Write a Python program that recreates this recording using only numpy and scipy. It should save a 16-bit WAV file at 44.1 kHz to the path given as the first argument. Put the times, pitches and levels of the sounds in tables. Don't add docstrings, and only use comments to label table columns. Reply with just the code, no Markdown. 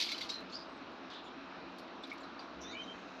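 import sys
import numpy as np
from scipy import signal
from scipy.fft import rfft, irfft
from scipy.io import wavfile
from scipy.ndimage import uniform_filter1d

SR = 44100
rng = np.random.default_rng(int(sys.argv[2]) if len(sys.argv) > 2 else 0)


def invert_db(x):
    u = np.asarray(x, float) / 20
    return 10 ** u


def int16_out(signal):
    q = np.round(np.clip(np.atleast_2d(signal).T, -1, 1) * 32767)
    wavfile.write(sys.argv[1], SR, q.astype(np.int16))


N = 141120


def evened(x):
    return x / np.sqrt(np.mean(abs(x) ** 2) + 1e-30)


def smooth_twice(x, size):
    return uniform_filter1d(uniform_filter1d(x, size), size)


def read(points, hz):
    f, level_db = np.transpose(points)
    return np.interp(np.log(hz + 1), np.log(f + 1), level_db, level_db[0] - 40, level_db[-1] - 40)


def colour(x, points):
    gain = invert_db(read(points, np.fft.rfftfreq(len(x), 1 / SR)))
    return irfft(rfft(x) * gain, len(x))


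def resonate(x, hz, width_hz):
    turn = np.exp(2j * np.pi * hz * np.arange(len(x)) / SR)
    pole = np.exp(-np.pi * width_hz / SR)
    low = signal.lfilter([1], np.convolve([1, -pole], [1, -pole]), x / turn)
    return (turn * low).real


def held(length_s, rise_s, fall_s):
    t = np.arange(round((length_s + 8 * fall_s) * SR)) / SR
    return t, np.clip(t / rise_s, 0, 1) * np.exp(-np.maximum(t - length_s, 0) / fall_s)


def add(mix, start_s, sound):
    part = mix[round(start_s * SR):][:len(sound)]
    part += sound[:len(part)]


# hz, level_db
RUSH_LOW = [(28, -45.5), (50, -23), (120, -21.5), (240, -7), (470, -9.5), (1300, -8.5), (1750, -15.5),
            (2600, -32)]
# hz, level_db
RUSH_HIGH = [(900, -25), (1700, -11.5), (2500, -3.5), (3400, -11), (5510, -18), (7100, -35.5), (8810, -57),
             (15510, -62)]
# pitch_hz, width_hz, level_db
HUM = [
    (62.7, 8.9, -78),
    (187, 2.4, -66.5),
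    (272.8, 49.4, -58),
    (337.4, 25, -61.5),
    (651.7, 41, -64.5),
    (3920, 740, -66.5),
    (11900, 540, -106),
]
RUSH_LOW_DB, RUSH_HIGH_DB, PATCH_DB = -51, -59.5, 1.28


def pump():
    a, b = rng.standard_normal((2, N))
    rush = invert_db(RUSH_LOW_DB) * evened(colour(a, RUSH_LOW))
    rush += invert_db(RUSH_HIGH_DB) * evened(colour(b, RUSH_HIGH))
    z = signal.stft(rush, nperseg=512)[2]
    patches = uniform_filter1d(rng.standard_normal(z.shape), 8, 0)
    patches = evened(uniform_filter1d(patches, 14, 1))
    out = signal.istft(z * invert_db(PATCH_DB * patches), nperseg=512)[1][:N]
    for hz, width_hz, db in HUM:
        out = out + invert_db(db) * evened(resonate(rng.standard_normal(N), hz, width_hz))
    return out


ROOM_DB, ROOM_T60_S = -12, .22


def room(x):
    t = np.arange(SR // 2) / SR
    tail = rng.standard_normal(len(t)) * invert_db(-60 * t / ROOM_T60_S) * (t > .004)
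    return invert_db(ROOM_DB) * signal.fftconvolve(x, tail / np.linalg.norm(tail))[:N]


DROPLETS_PER_S, DROPLET_SPREAD_DB, HISS = 4000, 2, .8


def crackle():
    size = invert_db(DROPLET_SPREAD_DB * np.minimum(rng.exponential(1, N), 4))
    clicks = size * (rng.random(N) < DROPLETS_PER_S / SR)
    return evened(clicks * rng.choice([-1., 1.], N)) + HISS * rng.standard_normal(N)


# start_s, length_s, level_db, pitch_hz, spread_hz
FOAM = [(0.286, 0.024, -45.5, 5100, 2900), (.296, .015, -62, 7540, 710), (.41, .1, -54, 187, 10.4),
        (0.511, 0.046, -67, 6800, 1200), (.535, 0.04, -47, 4880, 1100), (0.582, .05, -56, 4800, 1000),
        (.305, .09, -51, 4140, 450), (.495, .07, -94, 12000, 700), (2.819, .03, -63, 5940, 270),
        (2.826, .06, -62, 3810, 300), (2.07, .02, -86, 11700, 600), (2.18, .035, -88, 11700, 600),
        (2.23, .018, -57, 4020, 500), (2.94, .1, -67, 3110, 400), (0.673, 0.079, -88.5, 8300, 430),
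        (.751, .039, -85, 7870, 610), (1.091, 0.11, -51.5, 3510, 1700), (1.234, 0.054, -73.5, 6950, 1000),
        (1.238, 0.04, -89, 10200, 380), (1.256, 0.04, -57, 3480, 570), (2.024, .025, -74, 7640, 1700),
        (2.036, 0.012, -55, 3740, 800), (.53, 0.039, -90, 8840, 560), (2.202, 0.019, -69, 7100, 1400),
        (2.55, .15, -57, 187, 15), (2.601, .059, -84, 11910, 610), (2.605, 0.044, -52, 5820, 1270),
        (2.648, .07, -59, 5950, 1000), (2.699, .48, -94, 11400, 3200), (2.706, 0.04, -65, 6650, 800),
        (2.658, 0.55, -73, 6140, 2200)]
FOAM_FALL_S, FOAM_SAG_DB = .008, -4


def foam(start_s, length_s, db, hz, spread_hz, fizz):
    t, shape = held(length_s, .3 * length_s, FOAM_FALL_S)
    band = np.roll(fizz, -rng.integers(N))[:SR]
    band = resonate(resonate(band, hz, spread_hz), hz, spread_hz)
    return start_s, invert_db(db + FOAM_SAG_DB * t / length_s) * shape * evened(band[-len(t):])


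# start_s, length_s, level_db, pitch_hz, rise_hz
BUBBLES = [(.34, .015, -57, 5750, 20), (2.63, .045, -52, 3500, 100), (2.68, .07, -55, 3620, 110),
           (2.672, .045, -51, 3780, 250), (2.71, .025, -61, 4450, 250), (2.72, .052, -46.5, 2200, 200),
           (2.765, .04, -51, 2400, 80), (2.74, .05, -51, 2880, 150), (2.788, .033, -44, 3080, 30),
           (2.825, .025, -55, 3070, 10), (2.862, .068, -50, 3120, 30), (2.675, .04, -58, 1800, 250),
           (2.876, .04, -63, 2280, 70), (2.725, .03, -62, 4220, 80), (2.81, .04, -62, 2300, -150)]
BUBBLE_FALL_S, WAVER, WAVER_S = .006, .55, .003


def bubble(start_s, length_s, db, hz, rise_hz):
    t, shape = held(length_s, .4 * length_s, BUBBLE_FALL_S)
    pitch_hz = hz + rise_hz * np.clip(t / length_s, 0, 1.3)
    size = round(WAVER_S * SR)
    wobble = smooth_twice(rng.standard_normal((2, 8000)), size) * np.sqrt(size)
    wobble = (wobble[0] + 1j * wobble[1])[:len(t)]
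    throb = np.sqrt(1 + WAVER ** 2) * evened(1 + WAVER * wobble)
    tone = throb * np.exp(2j * np.pi * np.cumsum(pitch_hz) / SR)
    return start_s, invert_db(db) * shape * tone.real


# peak_s, level_db, pitch_hz, width_s
DROPS = [(0.0012, -46, 2180, 0.0013), (0.003, -39, 3800, 0.0025), (0.0052, -36, 4480, 0.0029),
         (0.007, -39, 2210, 0.0024), (0.0137, -38, 5700, 0.0055), (0.0137, -28, 4400, 0.002),
         (0.017, -46, 2500, 0.0035), (0.018, -41, 3970, 0.0064), (0.0244, -30, 3610, 0.0025),
         (0.0247, -38.5, 2160, 0.0047), (0.0267, -40, 6070, 0.003), (0.0284, -30, 4550, 0.0022),
         (0.0304, -38, 3580, 0.0025), (0.033, -38, 2680, 0.00082), (0.0359, -42, 3700, 0.003),
         (0.0367, -39, 5400, 0.003), (0.0414, -40, 4500, 0.007), (0.044, -45, 3830, 0.0023),
         (0.0536, -41, 4480, 0.0051), (0.0686, -41, 4570, 0.0049), (0.0696, -39, 3500, 0.0064),
         (0.0733, -40, 4610, 0.0042), (0.0756, -38, 3200, 0.0027), (0.0858, -38, 4310, 0.0025),
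         (0.0878, -41, 2180, 0.007), (0.091, -39, 3580, 0.0025), (0.0938, -45, 2350, 0.00715),
         (0.1018, -39, 4260, 0.00314), (0.1097, -37, 3920, 0.0046), (0.1192, -37.5, 2174, 0.0079),
         (0.1215, -36, 3520, 0.0081), (0.1259, -35, 4050, 0.0071), (0.1282, -42, 2315, 0.007),
         (0.1337, -39, 4030, 0.007), (0.137, -40, 4730, 0.0043), (0.1395, -42, 4070, 0.007),
         (0.1478, -39, 3030, 0.0072), (0.1805, -41, 4500, 0.0027), (0.1868, -39, 3980, 0.0067),
         (0.211, -46, 4570, 0.007), (0.209, -47, 3790, 0.0032), (0.2113, -41, 2100, 0.0042),
         (0.2165, -37, 3920, 0.005), (0.219, -39, 2130, 0.0042), (0.22, -41, 4560, 0.0081),
         (0.225, -40, 3550, 0.0064), (0.2268, -41, 4500, 0.0022), (0.234, -42, 4350, 0.005)]
# peak_s, level_db, pitch_hz, width_s
PLOPS = [(0.2941, -42, 4470, 0.0062), (0.2998, -43, 5190, 0.0088), (0.3026, -31.5, 3854, 0.0074),
         (0.3195, -39, 4190, 0.007), (0.3365, -41, 4110, 0.007), (0.344, -37.5, 4100, 0.007),
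         (0.3594, -40, 4020, 0.007), (0.3664, -46, 4110, 0.007), (0.3727, -48, 4030, 0.007),
         (0.3836, -41, 4000, 0.0043), (0.3891, -47, 3850, 0.0025), (0.3954, -43, 4030, 0.0025),
         (0.4036, -49, 3990, 0.007), (0.4268, -57, 4070, 0.007), (0.528, -47, 4460, 0.007),
         (0.5343, -44, 4440, 0.007), (0.544, -43, 4500, 0.007), (0.5552, -36, 4950, 0.0026),
         (0.563, -39, 4650, 0.0035), (0.5685, -44, 4850, 0.0057), (0.5907, -45, 4840, 0.004),
         (0.6036, -47, 4670, 0.0025), (0.6101, -53, 4930, 0.0065), (0.6161, -57, 4660, 0.0056),
         (0.6228, -51, 4970, 0.004), (0.6288, -54, 4960, 0.007), (2.0389, -42.5, 3510, 0.0087),
         (2.0548, -52, 3270, 0.0032), (2.1177, -35, 2228, 0.0062), (2.1279, -38, 2260, 0.0032),
         (2.1359, -51, 2400, 0.0059)]
# peak_s, level_db, pitch_hz, width_s
STRAYS = [
    (2.7, -62.5, 82, .05),
    (2.58, -60, 66, 0.1),
    (2.043, -44, 3950, 0.0046),
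    (2.395, -43.5, 4700, 0.0057),
    (2.617, -62, 7100, .006),
]
DROP_RISE, DROP_DB = .0013, -1


def drop(peak_s, db, hz, width_s):
    time_s = width_s / 2.4
    u = np.arange(round(3.5 * width_s * SR)) / SR / time_s
    turns = hz * u * time_s * (1 + DROP_RISE * (u - 2))
    ring = u * np.exp(1 - u) * np.sin(2 * np.pi * turns)
    return max(peak_s - time_s, 0), invert_db(db + DROP_DB) * ring


GRAINS_PER_S, GRAIN_CYCLES, GRAIN_SPREAD_DB = 90, 11, 2.1


def grains():
    out = np.zeros(N)
    for hz in np.geomspace(1800, 14000, 28):
        u = np.arange(round(4 * GRAIN_CYCLES * SR / hz)) * hz / SR
        ping = np.minimum(u / 2, 1) * np.exp(-u / GRAIN_CYCLES) * np.sin(2 * np.pi * u * (1 + 0.001 * u))
        size = invert_db(GRAIN_SPREAD_DB * np.minimum(rng.exponential(1, N), 4))
        hits = size * (rng.random(N) < GRAINS_PER_S / SR)
        out += signal.oaconvolve(hits, ping * np.sqrt(hz) / np.linalg.norm(ping))[:N]
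    return evened(out)


# hz, level_db
BODY = [(700, -32), (1900, -13.5), (2200, -8), (4400, 0), (5800, -11), (7100, -23), (8600, -38.5),
        (15600, -59)]
# hz, level_db
SPRAY = [(5000, -68), (7000, -37.5), (9300, -39), (10300, -34), (12300, -32), (13000, -45), (15300, -45),
         (16000, -71)]
# start_s, body_db, spray_db, t60_s
SLAPS = [(0.0, -32.5, -28, 0.35), (0.02, -36, -48, 0.093), (.059, -49, -51, 0.26),
         (0.087, -41.5, -43, 0.58), (0.115, -33.5, -26.5, 0.065), (0.177, -43.5, -38, 0.12),
         (0.207, -40.5, -39, 0.25), (0.29, -42.5, -40, 0.26), (.321, -50.5, -56, 0.27),
         (0.402, -58.5, -51, 0.14), (.495, -56.5, -69, 0.31), (0.523, -53, -82, 0.53),
         (.915, -63, -61, 0.13), (1.099, -54.5, -73, 0.34), (1.131, -56, -70.5, 0.21),
         (1.782, -53, -38, 0.095), (2.034, -54, -54, 0.15), (2.067, -59, -50, 0.11),
         (2.096, -52, -71, 0.14), (2.128, -64, -38.5, 0.07), (2.177, -52.5, -55, 0.068),
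         (2.203, -73, -57, 0.15), (2.232, -59, -60, 0.17), (2.391, -55, -70, 0.27), (2.417, -70, -62, 0.16),
         (2.612, -65, -50, 0.14)]
SLAP_RISE_S, GRAIN_SHARE = .004, .5


def slaps():
    t = np.arange(N) / SR
    drops = crackle() + GRAIN_SHARE * grains()
    unit = np.std(colour(drops, BODY))
    body_power, spray_power = np.zeros((2, N))
    for start_s, body_db, spray_db, t60_s in SLAPS:
        rise = np.clip((t - start_s) / SLAP_RISE_S + (start_s == 0), 0, 1)
        shape = rise * invert_db(-60 * np.maximum(t - start_s, 0) / t60_s)
        body_power += (invert_db(body_db) * shape) ** 2
        spray_power += (invert_db(spray_db) * shape) ** 2
    body = colour(np.sqrt(body_power) * drops, BODY)
    spray = colour(np.sqrt(spray_power) * drops, SPRAY)
    return (body + spray) / unit


def scene():
    rush, water, fizz = pump(), slaps(), crackle()
    for row in BUBBLES:
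        add(water, *bubble(*row))
    for row in DROPS + PLOPS + STRAYS:
        add(water, *drop(*row))
    for row in FOAM:
        add(water, *foam(*row, fizz=fizz))
    return (water + room(water) + rush)[None]


def top_cut(x):
    return signal.sosfilt(signal.butter(12, 15500, fs=SR, output="sos"), x)


def record(dry):
    return top_cut(dry)


dry = scene()
out = record(dry)
int16_out(out)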